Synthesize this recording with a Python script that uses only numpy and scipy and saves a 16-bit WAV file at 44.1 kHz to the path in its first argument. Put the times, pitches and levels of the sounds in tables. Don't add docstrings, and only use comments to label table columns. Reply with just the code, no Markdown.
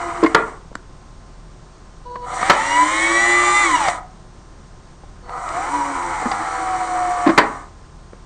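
import sys
import numpy as np
from scipy import signal
from scipy.fft import rfft, irfft, next_fast_len
from scipy.io import wavfile
from scipy.ndimage import uniform_filter1d

SR = 44100
rng = np.random.default_rng(int(sys.argv[2]) if len(sys.argv) > 2 else 0)


def invert_db(x):
    u = np.asarray(x, float) / 20
    return 10 ** u


def transcribe(signal):
    frames = np.atleast_2d(signal).T
    limited = np.clip(frames, -1, 1)
    pcm = np.round(limited * 32767).astype(np.int16)
    wavfile.write(sys.argv[1], SR, pcm)


N = 363825
TIME = np.arange(N) / SR

# time [s], effort [dB].
LOWER_END_EFFORT = [(0.0, -2.5), (0.225, -4)]
LIFT_EFFORT = [(2.2, -30), (2.28, -8), (2.36, -2), (2.5, -2), (3.6, 1.5), (3.78, -1.5), (3.9, 0),
               (3.99, -8.5), (4.06, -45)]
LOWER_EFFORT = [(5.22, -31), (5.3, -9), (5.42, -3), (5.55, -0.5), (7.26, -0.5)]
# time [s], mesh frequency [Hz].
LOWER_END_MESH = [(0, 692.3), (.225, 680.5)]
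LIFT_MESH = [(2.2, 420), (2.35, 638), (2.47, 788), (2.65, 916), (2.95, 1074), (3.12, 1133), (3.28, 1171),
             (3.62, 1198), (4.08, 412)]
LOWER_MESH = [(5.22, 306), (5.55, 677), (5.74, 978), (5.95, 912), (6.25, 831), (6.43, 782), (6.7, 747),
              (7.0, 723), (7.26, 712)]
# rattle, hiss, mesh tone, other tones [dB].
LIFT_LEVELS = (-23.5, -31, -26.5, -21)
LOWER_LEVELS = (-25.5, -38.5, -31, -26.5)
ORDERS = [3, 4, 5, 6, 7, 8, 9, 11, 12, 13, 14, 16, 17, 19, 20, 21, 23, 27, 30, 33, 34, 36, 40]
LIFT_ORDERS_DB = [-13.5, -35.5, -26, -17.5, -12.5, -35, -14, -9.5, -8, -9, -49, -10.5, -4, -19, -4.5, -19,
                  -11, -20, -7, -37, -18.5, -16, -15.5]
LOWER_ORDERS_DB = [-6, -26, -20, -22, -20, -14, -6, -9, -8, -9, -20, -22, -18, -26, -24, -24, -22, -34, -34,
                   -36, -36, -36, -32]
# centre [Hz], width [Hz], gain [dB].
HOUSING = [(238, 70, -12), (296, 43, 15.5), (334, 54, 13), (550, 93, 15), (849, 100, 10.5), (1000, 140, 5),
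           (1260, 48, 8), (1977, 114, 16), (2225, 145, 16), (2876, 82, 13), (3460, 110, -0.5),
           (3900, 300, 10)]
FRAME = [(743, 65, 8.5), (1000, 73, 14.5), (1200, 67, 5.5)]
VENTS = [(5750, 220, 17), (7050, 500, 13), (7950, 350, 17), (9700, 1000, -25)]
# frequency [Hz], density [dB per Hz].
RATTLE_UP = [(71, -47.5), (120, -18), (251, -14), (334, 2.5), (412, -15), (532, -3), (604, -4), (1240, 6),
             (1580, -3), (1940, 5), (2280, -3.5), (2720, -22), (3570, -10), (5240, -24), (5500, -21.5),
             (7150, -55), (12100, -120)]
RATTLE_DOWN = [(71, -41.5), (120, -12), (220, -31), (324, -4.5), (405, -19), (515, -8.5), (624, -16.5),
               (756, 2.5), (832, -9), (1010, 0), (1260, -1), (1580, -10.5), (2170, -10), (2720, -30),
               (5500, -30), (7150, -47), (12100, -120)]
HISS = [(2470, -28.5), (4200, -5.5), (4550, -22), (4920, -7.5), (5350, -25.5), (5750, -1), (6120, -8),
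        (6620, -4.5), (8140, -1), (9110, -4.5), (9440, -27.5), (9690, -30.5), (9970, -23), (13000, -54.5),
        (21900, -120)]
# cycles a rotor turn, level over the hiss [dB].
COMMUTATOR = [(50, -19), (60, -15), (70, -16), (80, -16)]
# frequency [Hz], level [dB], t60 [s].
CASE_MODES = [(768, 3, 0.04), (1010, 6, 0.026), (1235, 6, .03), (1975, -10, 0.03)]
# start [s], length [s], pitch [Hz], level [dB].
CORD = [
    (0.0, 0.25, 342, -37.5),
    (5.943, 0.22, 346, -41),
    (6.191, .35, 319, -42.5),
    (6.584, 0.53, 335, -39.5),
]
# start [s], length [s], level [dB], on-share of each cycle.
SWITCH = [
    (2.05, .22, -37, .23),
    (2.3, .4, -45, .25),
    (5.215, .2, -46, .47),
    (6.3, .96, -44, .25),
]
SWITCH_MULTIPLES = [1, 2, 3, 6, 7, 8, 9]
SWITCH_DB = [-1.5, 0, -22, -31, -38, -20, -9.5]
# start [s], peak [dB], contact time [s], treble tilt [dB an octave], pitch of the struck spot [Hz].
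THUDS = [
    (.228, 1, 0.011, -10, 325),
    (.235, -8.5, 0.0067, 11, 1040),
    (.243, 1.5, .012, -6.5, 311),
    (.259, -6.5, 0.014, 2, 2126),
    (6.228, -14.5, 0.004, -9, 300),
    (6.255, -10, 0.016, -7, 231),
    (7.262, 1, 0.018, -5, 296),
    (7.272, -5.5, 0.011, 3.5, 774),
    (7.288, -0.5, 0.021, -3, 328),
]
SLAMS = [
    (.3462, 4.5, 0.0095, -2.4, 1400),
    (2.4968, 4, 0.014, 1, 1020),
    (2.519, -21, 0.0027, 0.34, 1150),
    (7.377, 5, 0.015, -0.94, 1010),
    (7.402, -14, 0.0059, -1.1, 921),
]
TICKS = [(0.715, -25, 0.0034, -16, 525), (0.728, -31, 0.003, -4, 875), (0.752, -20.5, 0.0058, 8, 252),
         (0.754, -9, 0.0017, 9, 1470), (2.156, -18, 0.0087, -2, 1030), (2.28, -33, 0.0035, -6, 732),
         (2.413, -9.5, 0.009, 0, 1000), (2.427, -6, 0.0081, 0.5, 1250), (3.589, -23, 0.0031, 1.5, 1200),
         (3.733, -24, 0.003, 1.5, 972), (3.883, -4, 0.0054, 8, 706), (5.034, -31.5, 0.0095, -7, 794),
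         (5.294, -17.5, 0.003, 0, 977), (5.489, -19, 0.0041, 13, 1000), (5.72, -18, 0.0027, 9, 953),
         (6.314, -7, 0.009, 7, 777), (8.132, -24.5, 0.0034, -6, 497)]
# frequency [Hz], level [dB], t60 [s].
THUD_MODES = [(325, -1.5, .04), (430, -8.5, 0.038), (605, 1.5, 0.023), (1056, 4, 0.05), (1400, -18, 0.027)]
SLAM_MODES = [(438, -11, 0.1), (576, -9.5, 0.11), (813, -5, .07), (899, 0.5, 0.11), (1030, -4, 0.08),
              (1147, 16.5, 0.014), (1360, -15, 0.037), (1657, -4, 0.072), (2050, -5, .04),
              (2980, -11.5, 0.062), (4130, -17.5, 0.04)]
TICK_MODES = [(264, -19, 0.016), (600, -24, 0.01), (1070, 2, 0.013), (1830, -22.5, .01)]
# frequency [Hz], density [dB per Hz].
CRACK = [(88, -19), (150, -13.5), (679, -4.5), (1370, -4), (1980, -2.5), (2770, -18.5), (4850, -21),
         (5890, -38), (7530, -30.5), (9970, -76), (13000, -75), (21900, -120)]
FLOOR = [(8.8, -31), (15, 3.5), (48, -6), (147, -6.5), (283, -15), (361, -15), (449, -18), (962, -19),
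         (1040, -22), (1160, -19), (2490, -33), (5790, -32.5), (8020, -35.5), (8700, -38), (9970, -51.5),
         (13000, -99.5), (21900, -120)]
# frequency [Hz], t60 [s].
ROOM = [(200, 0.49), (400, 0.42), (700, 0.46), (2000, 0.3), (4000, 0.2), (9000, 0.14)]
# frequency [Hz], level [dB].
HUMS = [(39.5, -44.5), (79, -53), (118.4, -62), (158, -58), (360.7, -62.5), (1044, -59.5), (4425, -76.5),
        (5750, -74), (6492, -73), (8619, -76.5), (8689, -71.5)]


def evened(x):
    return x / np.sqrt(np.mean(x ** 2) + 1e-20)


def read(points, hz):
    f, value = np.transpose(points)
    return np.interp(np.log(hz + 1), np.log(f + 1), value)


def add(mix, s, sound):
    part = mix[round(s * SR):][:len(sound)]
    part += sound[:len(part)]


def coloured(x, points, tilt_db=0):
    size = next_fast_len(len(x))
    hz = np.fft.rfftfreq(size, 1 / SR)
    gain = invert_db(read(points, hz) + tilt_db * np.log2(hz / 1000 + 0.09))
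    return evened(irfft(rfft(x, size) * gain, size)[:len(x)])


def wander(size, rate_hz):
    knots = rng.standard_normal(int(size / SR * 400) + 3)
    knots = uniform_filter1d(knots, max(int(400 / rate_hz), 1))
    return evened(np.interp(np.arange(size) * 400 / SR, np.arange(len(knots)), knots))


def resonance_db(hz, resonances):
    return sum(db / (1 + (2 * (hz - f) / width) ** 2) for f, width, db in resonances)


def background():
    hums = np.zeros(N)
    for hz, db in HUMS:
        hums += invert_db(db + 1.2 * wander(N, 3.6)) * np.sqrt(2) * np.sin(2 * np.pi * hz * TIME)
    floor_db = -43.5 + 0.24 * wander(N, 15)
    return invert_db(floor_db) * coloured(rng.standard_normal(N), FLOOR) + hums


def repeating(turns):
    shapes = rng.standard_normal((2, 257))
    shapes[:, -1] = shapes[:, 0]
    a, b = (np.interp(turns % 1, np.linspace(0, 1, 257), shape) for shape in shapes)
    return evened(a * np.cos(0.032 * turns) + b * np.sin(0.029 * turns))


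def chatter(size, per_s):
    t = np.arange(2000) / SR
    ring = sum(invert_db(db - 60 * t / t60) * np.sin(2 * np.pi * hz * t) for hz, db, t60 in CASE_MODES)
    ring *= np.minimum(t / .0015, 1)
    taps = rng.standard_normal(size) * (rng.random(size) < per_s / SR)
    return evened(signal.oaconvolve(taps, ring)[:size])


def rotor_tones(t, turns, rotor_hz, mesh_db, tones_db, orders_db, throb):
    size = len(t)
    out = np.sqrt(2) * throb * invert_db(mesh_db + wander(size, 25)) * np.sin(2 * np.pi * 10 * turns)
    for order, db in zip(ORDERS, orders_db):
        shell_db = resonance_db(order * rotor_hz[::200], HOUSING) - 10
        colour_db = np.interp(t, t[::200], shell_db) + 2.1 * wander(size, 24)
        out += invert_db(tones_db + db + colour_db) * np.sin(2 * np.pi * (order * turns + rng.random()))
    return out


def gear_rattle(turns, slack, throb, flaw, colour):
    size = len(turns)
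    gate = (2.3 + np.exp(-(turns % 1) / 0.61)) * throb
    teeth = evened(gate * rng.standard_normal(size)) + flaw * (1 - slack) * repeating(turns)
    teeth += signal.lfilter(*signal.iirpeak(2980, 18, fs=SR), 2.2 * teeth)
    return (1 - 0.33 * slack) * coloured(teeth, colour) + 1.18 * slack * chatter(size, 650)


def brush_hiss(turns, rotor_hz, slack, flaw, bars_db):
    size = len(turns)
    sparks = evened((0.57 + np.exp(-(5 * turns % 1) / 0.21)) * rng.standard_normal(size))
    hiss = coloured(sparks + 0.63 * flaw * (1 - slack) * repeating(turns), HISS)
    for order, db in COMMUTATOR:
        bar_db = bars_db + db - 20 * slack + resonance_db(order * rotor_hz, VENTS)
        smear = .6 * wander(size, 60)
        hiss += invert_db(bar_db) * np.sin(2 * np.pi * order * turns + smear)
    return hiss


def motor(effort, mesh, levels_db, orders_db, rattle, flaw, tight_hz, bars_db, coast_s, coast_db_per_s):
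    s, effort_points_db = np.transpose(effort)
    t = np.arange(s[0], s[-1] + coast_s, 1 / SR)
    after = np.maximum(t - s[-1], 0)
    size = len(t)
    effort_db = np.interp(t, s, effort_points_db)
    mesh_hz = np.interp(t, *np.transpose(mesh))
    octaves = np.log2(mesh_hz / 1000)

    rattle_db = levels_db[0] + effort_db
    hiss_db = levels_db[1] + 1.3 * effort_db + 4 * octaves
    mesh_db = levels_db[2] + 0.76 * effort_db + resonance_db(mesh_hz, FRAME)
    tones_db = levels_db[3] + 0.76 * effort_db + 14.5 * octaves

    rotor_hz = mesh_hz / 10 * (1 + .0008 * wander(size, 30))
    turns = np.cumsum(rotor_hz) / SR
    slack = np.clip((tight_hz - mesh_hz) / 130, 0, 1)
    throb = 1 + 0.2 * np.sin(2 * np.pi * .19 * turns)

    out = rotor_tones(t, turns, rotor_hz, mesh_db, tones_db, orders_db, throb)
    out *= invert_db(-20 * slack - 900 * after)
    out += invert_db(rattle_db + 0.72 * wander(size, 40)) * gear_rattle(turns, slack, throb, flaw, rattle)
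    out *= invert_db(-1.3 * coast_db_per_s * after)
    hiss_db = hiss_db + 0.68 * wander(size, 20) - coast_db_per_s * after
    out += invert_db(hiss_db) * brush_hiss(turns, rotor_hz, slack, flaw, bars_db)

    fade_in = np.clip((t - t[0]) / 0.019 + (t[0] == 0), 0, 1)
    fade_out = np.clip((t[-1] - t) / 0.15, 0, 1)
    return t[0], out * fade_in * fade_out


def whine(start, length, hz, db, multiples, tones_db, waver, flutter_db, edge_s):
    t = np.arange(0, length, 1 / SR)
    turns = np.cumsum(hz * (1 + waver * wander(len(t), 55))) / SR
    tone = sum(invert_db(d) * np.sin(2 * np.pi * k * turns) for k, d in zip(multiples, tones_db))
    edges = np.clip(np.minimum(t, length - t) / edge_s, 0, 1)
    return start, np.sqrt(2) * invert_db(db + flutter_db * wander(len(t), 25)) * tone * edges


def cord_hum(row):
    return whine(*row, [1], [0], 0.018, 3.0, .015)


def switch_whine(start, length, db, duty):
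    pulse = abs(np.sin(np.pi * duty * np.array(SWITCH_MULTIPLES)))
    tones_db = np.array(SWITCH_DB) + 20 * np.log10(pulse + 1e-3)
    return whine(start, length, 489.9, db, SWITCH_MULTIPLES, tones_db, 0.00036, 2.6, 0.02)


def knocks(events, modes, ring, boost_db, crack_share, spot_db):
    out, t = np.zeros(N), np.arange(6000) / SR
    for s, db, contact, tilt_db, spot_hz in events:
        noise = rng.standard_normal((2, len(t)))
        body = np.zeros(len(t))
        for hz, mode_db, t60 in modes:
            mode_db = mode_db + tilt_db * np.log2(hz / spot_hz) - 60 * t / (ring * t60)
            body += invert_db(mode_db) * np.sin(2 * np.pi * hz * rng.uniform(1.0, 1.02) * t)
        pressed = np.exp(-(t / contact) ** 2)
        body = signal.fftconvolve(body, (noise[0] * pressed)[:1500])[:len(t)]
        body /= abs(body).max()

        spot = np.exp(-(t / (1.17 * contact)) ** 2) * np.minimum(t / (0.34 * contact), 1)
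        spot *= np.sin(2 * np.pi * spot_hz * t)
        spot *= invert_db(spot_db - np.log2(spot_hz / 400))

        crack = coloured(noise[1], CRACK, tilt_db) * np.exp(-(t / contact) ** 1.9)
        crack *= np.minimum(t / (0.21 * contact), 1) / 1.83
        add(out, s, invert_db(db + boost_db) * ((1 - crack_share) * (body + spot) + crack_share * crack))
    return out


def room(x):
    taps = np.zeros(SR // 2)
    at = np.arange(300, len(taps) - 20, 20)
    taps[at + rng.integers(0, 20, len(at))] = rng.choice([-1., 1.], len(at))
    hz, t, z = signal.stft(taps, SR, nperseg=256)
    decay = invert_db(-60 * t / read(ROOM, hz)[:, None])
    tail = signal.istft(z * decay, SR, nperseg=256)[1]
    return signal.fftconvolve(x, tail / np.linalg.norm(tail))[:N]


def scene():
    drill = np.zeros(N)
    add(drill, *motor(LOWER_END_EFFORT, LOWER_END_MESH, LOWER_LEVELS, LOWER_ORDERS_DB, RATTLE_DOWN,
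                      flaw=0.54, tight_hz=712, bars_db=-14, coast_s=0.4, coast_db_per_s=20))
    add(drill, *motor(LIFT_EFFORT, LIFT_MESH, LIFT_LEVELS, LIFT_ORDERS_DB, RATTLE_UP,
                      flaw=.75, tight_hz=760, bars_db=1.5, coast_s=.01, coast_db_per_s=40))
    add(drill, *motor(LOWER_EFFORT, LOWER_MESH, LOWER_LEVELS, LOWER_ORDERS_DB, RATTLE_DOWN,
                      flaw=0.5, tight_hz=673, bars_db=-13.5, coast_s=0.46, coast_db_per_s=29))
    for row in CORD:
        add(drill, *cord_hum(row))
    for row in SWITCH:
        add(drill, *switch_whine(*row))

    thuds = knocks(THUDS, THUD_MODES, ring=0.82, boost_db=-0.42, crack_share=0.37, spot_db=-1.7)
    slams = knocks(SLAMS, SLAM_MODES, ring=0.78, boost_db=5.7, crack_share=0.5, spot_db=-4.5)
    ticks = knocks(TICKS, TICK_MODES, ring=0.66, boost_db=-1.4, crack_share=0.46, spot_db=2.3)
    panel = signal.butter(3, 185, "high", fs=SR, output="sos")
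    thuds, slams = signal.sosfilt(panel, [thuds, slams])

    near = drill + thuds + slams + ticks
    far = invert_db(-12) * (room(drill) + room(slams + .45 * thuds + .4 * ticks))
    return (near + far + background())[None]


def roll_off(x):
    return signal.sosfilt(signal.butter(12, 15760, fs=SR, output="sos"), x)


def record(dry):
    band = signal.firwin(101, 10230, window=("kaiser", 8), fs=SR)
    narrow = signal.oaconvolve(dry, band[None], "same")
    ceiling = .7
    clipped = narrow / (1 + abs(narrow / ceiling) ** 30) ** (1 / 30)
    softened = signal.lfilter(*signal.butter(2, 10800, fs=SR), clipped)
    return roll_off(softened)


dry = scene()
out = record(dry)
transcribe(out)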